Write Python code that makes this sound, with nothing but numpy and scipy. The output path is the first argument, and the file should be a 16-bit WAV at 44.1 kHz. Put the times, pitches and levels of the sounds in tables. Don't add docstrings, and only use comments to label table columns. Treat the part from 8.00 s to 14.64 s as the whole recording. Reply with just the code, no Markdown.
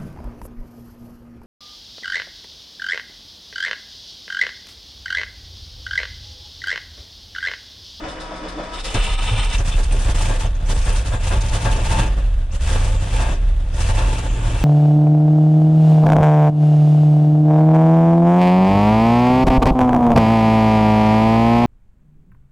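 import sys
import numpy as np
from scipy import signal
from scipy.io import wavfile
from scipy.ndimage import uniform_filter1d

SR = 44100
rng = np.random.default_rng(int(sys.argv[2]) if len(sys.argv) > 2 else 0)


def persist_wave(psi):
    counts = np.round(np.clip(psi, -1, 1) * 32767).astype(np.int16)
    wavfile.write(sys.argv[1], SR, np.atleast_2d(counts).T)


N = 292824
T = np.arange(N) / SR
TAPS = 16384
HZ = np.fft.rfftfreq(TAPS, 1 / SR)
FREE_S, CATCH_S, KEY_OFF_S = 0.709, 0.99, 1.555

# (time [s], firing rate [Hz])
FIRING_RATE = [(.8, 6.24), (.95, 67.7), (1.35, 105), (1.7, 78), (1.85, 66.5), (2.1, 80), (2.25, 85),
               (2.44, 83), (2.58, 84.5), (2.72, 77), (2.85, 79), (3.0, 93), (3.2, 83), (3.3, 89),
               (3.4, 102), (3.62, 113), (3.8, 111), (3.9, 115), (4.04, 135), (4.2, 128), (4.3, 84),
               (4.5, 74), (4.6, 68), (4.8, 94), (4.88, 95.5), (5.0, 87), (5.1, 107), (5.2, 108),
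               (5.31, 126), (5.5, 92), (5.72, 72.6), (5.9, 92.5), (6.0, 106), (6.15, 109.6), (6.4, 112.3),
               (6.64, 107.4)]
# (time [s], relative throttle opening [dB])
PEDAL = [(.8, -2.5), (2.33, 2.5), (2.44, -1), (2.5, -24.5), (2.65, -18.5), (2.7, 0), (2.88, 1),
         (3.16, -8.5), (3.3, 6.5), (3.4, -5.5), (3.62, -1.5), (4.0, 3), (4.04, -1), (4.09, -17.5),
         (4.49, -31.5), (4.53, -7), (4.6, -3.5), (4.66, 4.5), (4.77, 0.5), (4.98, -9), (5.19, 4.5),
         (5.32, -10), (5.38, -19.5), (5.6, -33), (5.74, -15.5), (5.77, -1), (5.87, 4), (5.97, 5), (6.3, -9),
         (6.55, -4.5), (6.64, -2.5)]
# (relative strength [dB], travel time down the pipes [s])
FIRING_ORDER = [(1, 0.0029), (-2, 0.0053), (-0.5, 0.0035), (1.5, 0.0026), (-10, 0.0036), (0.5, 0.0012),
                (-3.5, 0.0022), (1.5, 0.0045)]
# (time [s], depth [dB])
MISFIRE_DIPS = [(0.83, 16), (.9, 0), (1.165, 17), (1.485, 10), (1.64, 15), (1.75, 3), (1.893, 16),
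                (2.02, 0.5), (2.135, 18), (2.383, 17), (2.745, 6), (3.04, 17), (3.185, 25), (4.585, 16),
                (5.938, 6)]
# (frequency [Hz], relative level [dB])
PIPE_SPECTRUM = [(35, -42), (58, 0.5), (72, 2.5), (98, 3.5), (118, -2), (140, -6.5), (168, -2), (190, -14),
                 (220, -24.5), (300, -16), (500, -43), (1500, -64)]
# (frequency [Hz], relative level [dB])
BOOM_SPECTRUM = [(12, -40.5), (22, -25), (29, 4), (35, 4), (42, -1.5), (55, -5.5), (68, -21.5), (90, -40),
                 (160, -30), (400, -100)]
# (time [s], relative level [dB])
BOOM_LUMPS = [(0.85, -20), (0.98, -13), (1.17, -19), (1.69, -14.5), (1.72, -25), (1.75, -12), (2.65, -18),
              (2.67, -15), (2.72, -14), (2.99, -14.5), (3.17, -20), (3.4, -14), (3.48, -22), (3.51, -13.5),
              (3.61, -24), (3.72, -12), (3.77, -18), (4.37, -13), (4.49, -21.5), (4.7, -15), (4.99, -15),
              (5.07, -26), (5.14, -14), (5.36, -17.5), (5.49, -11), (5.69, -19.5), (6.09, -12.5),
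              (6.19, -24), (6.36, -13), (6.41, -27), (6.45, -11.5), (6.54, -20.5), (6.61, -14), (6.64, -17)]
PIPE_ORDERS = [5, 7, 8, 11, 13]
PIPE_ORDER_DB = [-3.5, -20.5, -2.5, -35, -17.5]
# (time [s], crack [dB], pipe thump [dB], floor thud [dB], swell time [s])
HARD_FIRINGS = [(0.942, -22.5, -16.5, -25, 0.013), (1.308, -34, -15, -41, 0.02),
                (1.59, -30, -20.5, -33, 0.012), (1.774, -31.5, -36, -31, 0.019),
                (1.922, -37.5, -25, -31.5, 0.021), (2.051, -32, -22.5, -34, 0.024),
                (2.194, -33, -22.5, -38, 0.022), (2.28, -27, -22, -30.5, 0.025),
                (2.444, -32.5, -21, -31.5, 0.0084), (2.693, -38.5, -23, -30.5, 0.021),
                (2.855, -28.5, -24.5, -33.5, 0.023), (3.115, -26, -20, -40, 0.02),
                (3.303, -24, -34, -29, 0.02), (3.646, -20.5, -15, -38, 0.017), (3.757, -35, -25, -28, 0.02),
                (3.893, -24.5, -22, -55, 0.029), (3.99, -26.5, -15.5, -38, 0.014),
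                (4.67, -30.5, -35, -37, 0.044), (4.754, -24.5, -35, -45, 0.0066),
                (5.175, -27.5, -39, -44, 0.044), (5.885, -27, -25, -45, 0.01),
                (5.968, -27, -39, -54, 0.032), (6.065, -50, -37, -47, 0.011)]
# (frequency [Hz], relative level [dB])
CLATTER_SPECTRUM = [(100, -60.5), (200, 0.5), (295, -8), (390, -5.5), (540, -0.5), (700, -3.5), (1000, -11),
                    (1400, -9), (2100, -15), (2700, -18), (3600, -14.5), (4500, -23.5), (9000, -25),
                    (15000, -19.5)]
# (frequency [Hz], width [Hz], relative level [dB])
BULKHEAD_MODES = [(530, 72, 1.5), (592, 27, -5), (681, 71, 0), (748, 27.3, -0.5), (876, 25, 4.5),
                  (997, 54, -2), (1130, 60, -1.5), (1304, 70, -4), (1392, 40, -4), (1617, 54, 0),
                  (1774, 69, -6), (2070, 93, -13.5), (2420, 24, -17), (2590, 300, -13.5), (3200, 47, -18),
                  (3540, 160, -15)]
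# (time [s], gear groan [dB], knock [dB], knock pitch [Hz], air gasp [dB])
CRANK_STROKES = [(0.031, -28.5, -35, 590, -40), (0.15, -55, -46, 450, -34), (.305, -38.5, -34, 675, -46),
                 (.43, -36, -35, 507, -39.5), (0.579, -32, -29, 600, -47), (0.714, -47, -50, 546, -64)]
# (frequency [Hz], width [Hz], relative level [dB])
LOADED_MODES = [(181, 24, 4), (306, 50, -5.5), (452, 79, 1), (529, 22, 7.5), (627, 80, -4), (743, 89, 1),
                (969, 12.4, 6), (1299, 20, 5), (1710, 97, -6), (2993, 27, -3.5), (3480, 240, -11.5)]
# (frequency [Hz], relative level [dB])
HOUSING_SPECTRUM = [(88, -8.5), (150, -14), (220, -12), (307, -7.5), (481, -20), (522, -11), (875, -18.5),
                    (983, -9.5), (2500, -21), (3600, -32), (4110, -30.5), (5190, -26), (8000, -42.5),
                    (10400, -77), (17600, -120)]
# (frequency [Hz], width [Hz], relative level [dB])
SCREECH_MODES = [(202, 87, -3.5), (434, 17, 0.5), (490, 52, -7), (614, 68, -10), (782, 16, 7), (956, 31, 8),
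                 (1058, 36, 0.5), (1280, 49, 5.5), (1480, 170, -3.5), (1694, 79, -2.5), (2080, 56, 0),
                 (2366, 106, 3), (2725, 98, 4.5), (2950, 290, 2), (3630, 140, 4), (3810, 120, -6),
                 (4136, 38, -1), (5200, 510, -11), (8560, 840, -11.5)]
# (time [s], level [dB])
PINION_JOLTS = [(.945, -29), (1.035, -35.5), (1.13, -38), (1.262, -35), (1.374, -29.5), (1.521, -34.5)]
# (frequency [Hz], relative level [dB])
HISS_SPECTRUM = [(300, -16), (900, 6), (2000, 4), (2700, 4.5), (3700, 3.5), (4400, 1), (5300, 2),
                 (7000, 2.5), (8800, 2), (10000, 0.5), (15000, 3)]
# (frequency [Hz], width [Hz], relative level [dB])
CHOKE_MODES = [(3730, 230, -6), (4440, 680, -14.5), (5200, 140, -6)]
# (time [s], level [dB])
SPITS = [(0.939, -28.5), (1.526, -31), (1.666, -48), (1.829, -36), (1.92, -43), (2.151, -45), (2.774, -38),
         (2.814, -38), (2.916, -45), (2.975, -38), (3.058, -39), (3.276, -43), (3.406, -33.5), (3.482, -34),
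         (3.551, -35), (3.64, -33), (3.759, -36)]
# (frequency [Hz], relative level [dB])
SPIT_SPECTRUM = [(400, -32), (1700, -1), (2600, 9), (3000, -31), (3600, 10.5), (4500, 5.5), (5450, 8),
                 (6700, 8), (8200, 1), (9400, 6), (15000, -8)]
# (time [s], relative level [dB])
KEY_RING_HITS = [(1.7114, -21.5), (1.7374, -49), (2.4047, -28.5)]
# (frequency [Hz], width [Hz], relative level [dB])
KEY_RING_MODES = [(2600, 200, 4), (3060, 55, 2), (3370, 89, 3), (3590, 140, 3), (6560, 100, -18),
                  (8500, 68, -18)]
# (time [s], relative peak level [dB], pitch [Hz])
KEY_TIP_HITS = [(1.583, -25.5, 6030), (1.658, -37, 7550), (1.68, -32, 5900), (1.835, -30, 8200),
                (1.922, -28, 8600), (2.045, -27, 8400), (2.155, -33, 8500), (2.185, -32, 8400),
                (2.285, -32, 8300), (2.55, -39, 6300), (2.695, -35, 8440), (2.745, -32, 8250),
                (2.85, -29, 8600), (2.925, -26, 9270), (3.135, -32, 8360), (3.287, -27, 9000)]
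# (frequency [Hz], width [Hz], relative level [dB])
KEY_TIP_MODES = [(5420, 110, -4), (6430, 380, -6), (6730, 120, -9), (8400, 300, -13), (8790, 200, -4),
                 (13400, 4300, 5)]
# (frequency [Hz], width [Hz], relative level [dB])
TRIM_MODES = [(1104, 200, -4), (1730, 260, -6.5), (2320, 190, -6.5), (2666, 210, -1.5), (3180, 350, -6),
              (6500, 3900, -10)]
# (frequency [Hz], likeness [ratio, capped at 0.999 in use])
STEREO_LIKENESS = [(60, 1.0), (130, 4), (290, 1), (640, 0.76), (1410, 0.2), (3100, 1), (6820, 0),
                   (15000, 0.07)]
# (frequency [Hz], left minus right [dB])
STEREO_BALANCE = [(60, 1.5), (130, 0), (290, -2.5), (640, 3), (1410, 1.5), (3100, 1), (6820, -1.5),
                  (15000, 2.5)]
# (frequency [Hz], gain [dB])
MIC_RESPONSE = [(20, -1), (9700, -1), (10350, -9), (10900, -22.5), (16000, -27.5)]


def firings(cold_scatter_db=7.5, warm_scatter_db=2.0):
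    at = strokes(curve(FIRING_RATE))
    pattern_db = np.resize(np.transpose(FIRING_ORDER)[0], len(at))
    scatter_db = np.interp(T[at], [2.5, 3.5], [cold_scatter_db, warm_scatter_db])
    chance = np.clip(rng.standard_normal(N)[:len(at)], -2, 2)
    return at, amp(pattern_db + scatter_db * chance)


def unlit_share(clear_s=0.27):
    return np.exp(-np.maximum(T - CATCH_S, 0) / clear_s)


def misfire_db(sag_s=0.016, pickup_s=0.014):
    times, depth_db = np.transpose(MISFIRE_DIPS)
    since = T - times[:, None]
    return depth_db @ np.exp(-(since / np.where(since < 0, sag_s, pickup_s)) ** 2)


def effort(per_load, per_speed, per_misfire, manifold_lag_s=0.0047):
    pole = np.exp(-1 / (manifold_lag_s * SR))
    load_db = signal.lfilter([1 - pole], [1, -pole], curve(PEDAL))
    speed_db = 20 * np.log10(curve(FIRING_RATE) / 100)
    return amp(per_load * load_db + per_speed * speed_db - per_misfire * misfire_db())


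def exhaust(at, size, lope, pipe_db=-25, cold_db=10, lope_db=2.0, jitter_s=0.0003, turbulence=0.12):
    delay_s = np.resize(np.transpose(FIRING_ORDER)[1], len(at))
    delay_s += jitter_s * rng.standard_normal(N)[:len(at)]
    arrivals = np.clip(at + (delay_s * SR).astype(int), 0, N - 1)
    pulses = kicks(arrivals, size, decay_s=0.00035)
    burble = unit(colour(pulses, spectrum(PIPE_SPECTRUM))[0])
    rumble = unit(colour(grit(0.49)[0], spectrum(PIPE_SPECTRUM))[0])
    gain = amp(pipe_db - cold_db * unlit_share() + lope_db * lope) * effort(0.18, 0.19, 0.51)
    pipe = gain * held(CATCH_S, 0.033) * steady(burble + turbulence * rumble, 0.09)
    return (cab_boom(pulses) + pipe) * amp([[-.35], [.35]])


def cab_boom(pulses, boom_db=-0.5):
    lumps_db = uniform_filter1d(curve(BOOM_LUMPS), size=1800)
    boom = steady(colour(pulses, spectrum(BOOM_SPECTRUM))[0], 0.056)
    return amp(boom_db + lumps_db) * held(CATCH_S - .05, 0.02) * boom


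def pipe_drone(drone_db=-24, waver_db=3.0, start_s=3.1, rise_s=0.42):
    cycles = np.cumsum(curve(FIRING_RATE)) / SR / len(FIRING_ORDER)
    tones = sum(amp(db + waver_db * drift(2.9)) * np.sin(2 * np.pi * order * cycles)
                for order, db in zip(PIPE_ORDERS, PIPE_ORDER_DB))
    return amp(drone_db) * held(start_s, rise_s) * effort(0.33, 0.15, 0.34) * tones


def bangs(thump_hz=108, floor_hz=380, floor_width_hz=380):
    times, crack_db, thump_db, thud_db, swell_s = np.transpose(HARD_FIRINGS)
    block = np.maximum(spectrum(CLATTER_SPECTRUM), resonances(BULKHEAD_MODES) + 3)
    floor = resonances([(floor_hz, floor_width_hz, 0)])
    crack = swells(times, amp(crack_db), swell_s) * in_cab(grit(0.83), block)
    thump = swells(times, amp(thump_db), swell_s) * np.sin(2 * np.pi * thump_hz * T)
    thud = swells(times, amp(thud_db), swell_s) * in_cab(grit(4.8), floor)
    return crack + thump + thud


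def clatter(at, size, lope, valves_db=-34, bulkhead_db=-38.5, buzz_db=-39, buzz_hz=884, lope_db=2.0):
    shake = steady(kicks(at, size, decay_s=0.025) + 0.73, 0.012)
    shake *= amp(lope_db * lope) * (1 - unlit_share())
    valves = amp(valves_db) * effort(0.26, 1.0, 0.099) * in_cab(grit(1.7), spectrum(CLATTER_SPECTRUM))
    bulkhead = amp(bulkhead_db) * effort(0.36, 1.34, 0.8) * in_cab(grit(4.3), resonances(BULKHEAD_MODES))
    panel = resonances([(buzz_hz, 22, 0), (buzz_hz, 176, -10)])
    buzz = amp(buzz_db) * effort(1.0, 3.5, 1.0) * in_cab(grit(0.98), panel)
    return shake * (valves + bulkhead + buzz)


def gear_teeth(loaded_hz=312, free_hz=520, sag=0.025, skitter=0.45, scrape_share=0.65):
    cranking_hz = FIRING_RATE[0][1]
    compression = np.cos(2 * np.pi * cranking_hz * (T - .04))
    free = np.clip((T - FREE_S) / .3, 0, 1)
    tooth_hz = (loaded_hz + free * (free_hz - loaded_hz)) * (1 + sag * compression + 0.029 * drift(40))
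    at = strokes(tooth_hz * np.exp(skitter * free * drift(400)))
    size = amp(2 * rng.standard_normal(N)[at])
    strikes = unit(kicks(at, size, decay_s=0.00003)) * np.array([[1], [.3]])
    scrapes = unit(kicks(at, size, decay_s=0.0013) * grit(0.15))
    teeth = (1 - scrape_share) * strikes + scrape_share * scrapes
    return np.array([steady(channel, 0.035) for channel in teeth])


def cranking(gears, grind_db=-31, rock_db=-37, lurch_db=10, groan_hz=314, knock_s=0.02, knock_width=0.27):
    times, groan_db, knock_db, knock_hz, _ = np.transpose(CRANK_STROKES)
    loaded = held(-1, .1, CATCH_S, 0.51)
    groan_phase = 2 * np.pi * np.cumsum(groan_hz * (1 + 0.026 * drift(60))) / SR
    groans = swells(times - 0.015, amp(groan_db), 0.012) * unit(np.sin(groan_phase))
    knocks = np.zeros(N)
    for k, hz in enumerate(knock_hz):
        drive = steady(ring(rng.standard_normal(N), hz, knock_width * hz), 0.017)
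        knocks += swells(times[[k]], amp(knock_db[[k]]), knock_s) * drive
    strain = amp(grind_db - misfire_db() / 2) * loaded + swells(times, amp(groan_db - 4), knock_s)
    grind = in_cab(gears, resonances(LOADED_MODES))
    housing = in_cab(grit(1.5), spectrum(HOUSING_SPECTRUM))
    rumble = steady(colour(grit(1.0)[0], spectrum(BOOM_SPECTRUM))[0], 0.047)
    rocking = amp(rock_db + lurch_db * held(FREE_S, 0.11)) * loaded * rumble
    return strain * amp(-5) * (grind + housing) + groans + knocks + rocking


def pinion_screech(gears, early_db=-35, screech_db=-30, wobble_db=0.4, spread=0.2):
    mid, side = sum(amp(db) * np.sqrt(width) * ring(gears, hz, width) for hz, width, db in SCREECH_MODES)
    screech = unit(np.array([mid + spread * side, mid - spread * side]))
    caught = held(CATCH_S, 0.021)
    early = amp(early_db) * (1 - caught) * effort(0, 0, 0.67)
    driven = amp(screech_db) * caught * effort(0, 0.23, 0.67)
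    spin = (early + driven) * amp(wobble_db * drift(24))
    times, jolt_db = np.transpose(PINION_JOLTS)
    jolts = swells(times, amp(jolt_db), 0.015)
    return (spin + jolts) * held(FREE_S, 0.088, KEY_OFF_S, 0.0036) * screech


def intake(at, lope, hiss_db=-33, draw_db=-54, lope_db=2.5, flutter_db=2, choke_db=-4, choke_open_s=1.0):
    times, _, _, _, gasp_db = np.transpose(CRANK_STROKES)
    gasps = amp(draw_db) + swells(times + 0.049, amp(gasp_db), 0.014)
    running = amp(hiss_db + curve(PEDAL) - misfire_db() + lope_db * lope)
    flow = gasps * held(-1, .1, CATCH_S, 0.029) + running * held(FREE_S, 0.055)
    suction = steady(1 + 0.9 * kicks(at, 0.53, decay_s=0.0036), 0.055) * amp(flutter_db * drift(20.7))
    shut = np.clip((choke_open_s - T) / .2, 0, 1)
    hiss = (1 - shut / 4) * in_cab(grit(0.8), spectrum(HISS_SPECTRUM))
    choke = amp(choke_db) * shut * in_cab(grit(0.9), resonances(CHOKE_MODES))
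    return flow * suction * (hiss + choke)


def carburettor_spits(attack_s=0.0032, hold_s=0.017, release_s=0.0053):
    puffs = sum(amp(db) * held(start, attack_s, start + hold_s, release_s) for start, db in SPITS)
    return puffs * in_cab(grit(1.8), spectrum(SPIT_SPECTRUM))


def key_rattle(rattle_db=-9, swell_s=0.012):
    times, hit_db = np.transpose(KEY_RING_HITS)
    hits = swells(times, amp(hit_db), swell_s)
    return amp(rattle_db) * hits * in_cab(grit(5.1), resonances(KEY_RING_MODES))


def key_clinks(clink_db=2, ring_s=0.0075, chatter_s=0.0081, detune=0.045, mode_count=5):
    clinks = np.zeros((2, N))
    t = T[:TAPS // 4]
    for start, db, hz in KEY_TIP_HITS:
        modes_hz = hz * (1 + detune * rng.standard_normal((mode_count, 1)))
        tone = np.sin(2 * np.pi * modes_hz * t).sum(0) * np.exp(-t / ring_s)
        touches = rng.standard_normal((2, len(t))) ** 3 * np.exp(-t / chatter_s)
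        clink = signal.fftconvolve(touches, tone[None], axes=1)[:, :len(t)]
        clinks[:, round(start * SR):][:, :len(t)] += amp(db + clink_db) * clink / abs(clink).max()
    return clinks


def key_jingle(tick_db=-49, ticks_per_s=26, spread_db=3, start_s=1.45, stop_s=2.8, settle_s=0.44):
    at = np.flatnonzero(rng.random(N) < ticks_per_s / SR)
    size = amp(spread_db * np.clip(rng.standard_normal(N)[at], -2, 2))
    ticks = unit(kicks(at, size, decay_s=0.011)) * in_cab(grit(0.9), resonances(KEY_TIP_MODES))
    return amp(tick_db) * held(start_s, 0.043, stop_s, settle_s) * ticks


def floor_pan(at, size, pan_db=-40, pan_hz=305, width_hz=150):
    cleared = np.clip((T - CATCH_S) / (T[-1] - CATCH_S), 0, 1) ** 2.45
    beats = steady(kicks(at, size, decay_s=0.013), 0.046)
    pan = in_cab(grit(1.0), resonances([(pan_hz, width_hz, 0)]))
    return amp(pan_db) * cleared * effort(0.29, 6.6, 0.55) * beats * pan


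def dashboard_trim(at, size, trim_db=-42, spread_db=3):
    chances = np.clip(rng.standard_normal((N // 100, len(TRIM_MODES)))[:len(at)], -2, 2)
    chatter = np.zeros((2, N))
    for (hz, width, db), chance in zip(TRIM_MODES, chances.T):
        hits = kicks(at, np.sqrt(size) * amp(spread_db * chance), decay_s=0.011)
        chatter += amp(db) * in_cab(hits * grit(0.52), resonances([(hz, width, 0)]))
    return amp(trim_db) * effort(0.53, 0.53, 0.41) * (1 - unlit_share()) * chatter


def throttle_whistle(whistle_db=-45, edge_hz=9000, hz_per_db=230, width_hz=900, part_db=-11, range_db=6):
    opening_db = curve(PEDAL)
    part_open = np.exp(-((opening_db - part_db) / range_db) ** 2)
    pitch_hz = edge_hz + hz_per_db * opening_db
    whistle = np.array([ring(air, pitch_hz, width_hz, waver=0.044) for air in grit(0.5)])
    return amp(whistle_db) * part_open * whistle


def cab_echo(x, echo_db=-6, t60_s=0.089, echoes_per_s=2000, low_cut_hz=1500):
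    t = T[:TAPS // 4]
    taps = rng.standard_normal((2, len(t))) * (rng.random((2, len(t))) < echoes_per_s / SR)
    taps *= amp(-60 * t / t60_s)
    taps = signal.sosfilt(signal.butter(2, low_cut_hz, "high", fs=SR, output="sos"), taps)
    taps /= np.linalg.norm(taps, axis=1, keepdims=True)
    return x + amp(echo_db) * signal.oaconvolve(x, taps, axes=1)[:, :N]


def in_cab(pair, gain_db):
    likeness = np.clip(spectrum(STEREO_LIKENESS), .01, .999)
    mid = colour(pair[0], gain_db + 10 * np.log10(1 + likeness))
    side = colour(pair[1], gain_db + 10 * np.log10(1 - likeness) + 0.5)
    lean_db = spectrum(STEREO_BALANCE) / 2
    return unit(np.vstack([colour(mid + side, lean_db), colour(mid - side, -lean_db)]))


def amp(db):
    return 10 ** (np.asarray(db) / 20)


def unit(x):
    return x / np.sqrt(np.mean(x ** 2) + 1e-20)


def steady(x, window_s):
    size = max(int(window_s * SR), 1)
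    power = abs(uniform_filter1d(uniform_filter1d(x ** 2, size), size))
    return x / np.sqrt(power + 1e-4 * np.mean(x ** 2))


def curve(points):
    return np.interp(T, *np.transpose(points))


def held(start_s, attack_s, stop_s=np.inf, release_s=1):
    return np.clip((T - start_s) / attack_s, 0, 1) * np.exp(-np.maximum(T - stop_s, 0) / release_s)


def swells(times, size, swell_s):
    age = np.maximum(T - times[:, None], 0) / np.maximum(np.reshape(swell_s, (-1, 1)), .002)
    return size @ (age * np.exp(1 - age))


def strokes(rate_hz):
    return np.flatnonzero(np.diff(np.floor(np.cumsum(rate_hz) / SR))) + 1


def kicks(at, size, decay_s):
    train = np.zeros(N)
    train[at] = size
    return signal.lfilter([1], [1, -np.exp(-1 / (decay_s * SR))], train)


def drift(hz):
    return unit(signal.sosfilt(signal.butter(2, hz, fs=SR, output="sos"), rng.standard_normal(N)))


def grit(spread_db):
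    return unit(rng.standard_normal((2, N)) * amp(spread_db * drift(1120)))


def spectrum(points):
    hz, value = np.transpose(points)
    return np.interp(np.log(HZ + 1), np.log(hz + 1), value)


def resonances(modes):
    power = sum(amp(db) ** 2 / (1 + ((HZ - hz) / (0.72 * width)) ** 2) ** 2 for hz, width, db in modes)
    return 10 * np.log10(power + 1e-9)


def colour(x, gain_db):
    log_gain = np.log(amp(np.maximum(np.r_[gain_db, gain_db[-2:0:-1]], -100)))
    response = np.fft.ifft(np.exp(np.conj(signal.hilbert(log_gain)))).real[:TAPS // 2]
    return signal.oaconvolve(np.atleast_2d(x), response[None], axes=1)[:, :N]


def ring(x, hz, width_hz, waver=0.0054):
    carrier = np.exp(2j * np.pi * np.cumsum(hz * (1 + waver * drift(8.7))) / SR)
    pole = np.exp(-2 * np.pi * 0.76 * width_hz / SR)
    return unit((carrier * signal.lfilter([1], [1, -2 * pole, pole * pole], x / carrier)).real)


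def scene():
    at, size = firings()
    gears = gear_teeth()
    lope = drift(14.3)
    pipe = exhaust(at, size, lope) + pipe_drone()
    rattles = clatter(at, size, lope) + floor_pan(at, size) + dashboard_trim(at, size)
    carburettor = intake(at, lope) + throttle_whistle() + carburettor_spits()
    engine = pipe + rattles + carburettor + bangs()
    starter = cranking(gears) + pinion_screech(gears)
    keys = key_rattle() + key_clinks() + key_jingle()
    return cab_echo(engine + starter + keys)


def record(dry):
    band_limit = signal.firwin(511, 15500, window=("kaiser", 9), fs=SR)
    return signal.oaconvolve(colour(dry, spectrum(MIC_RESPONSE)), band_limit[None], "same")


dry = scene()
out = record(dry)
persist_wave(out)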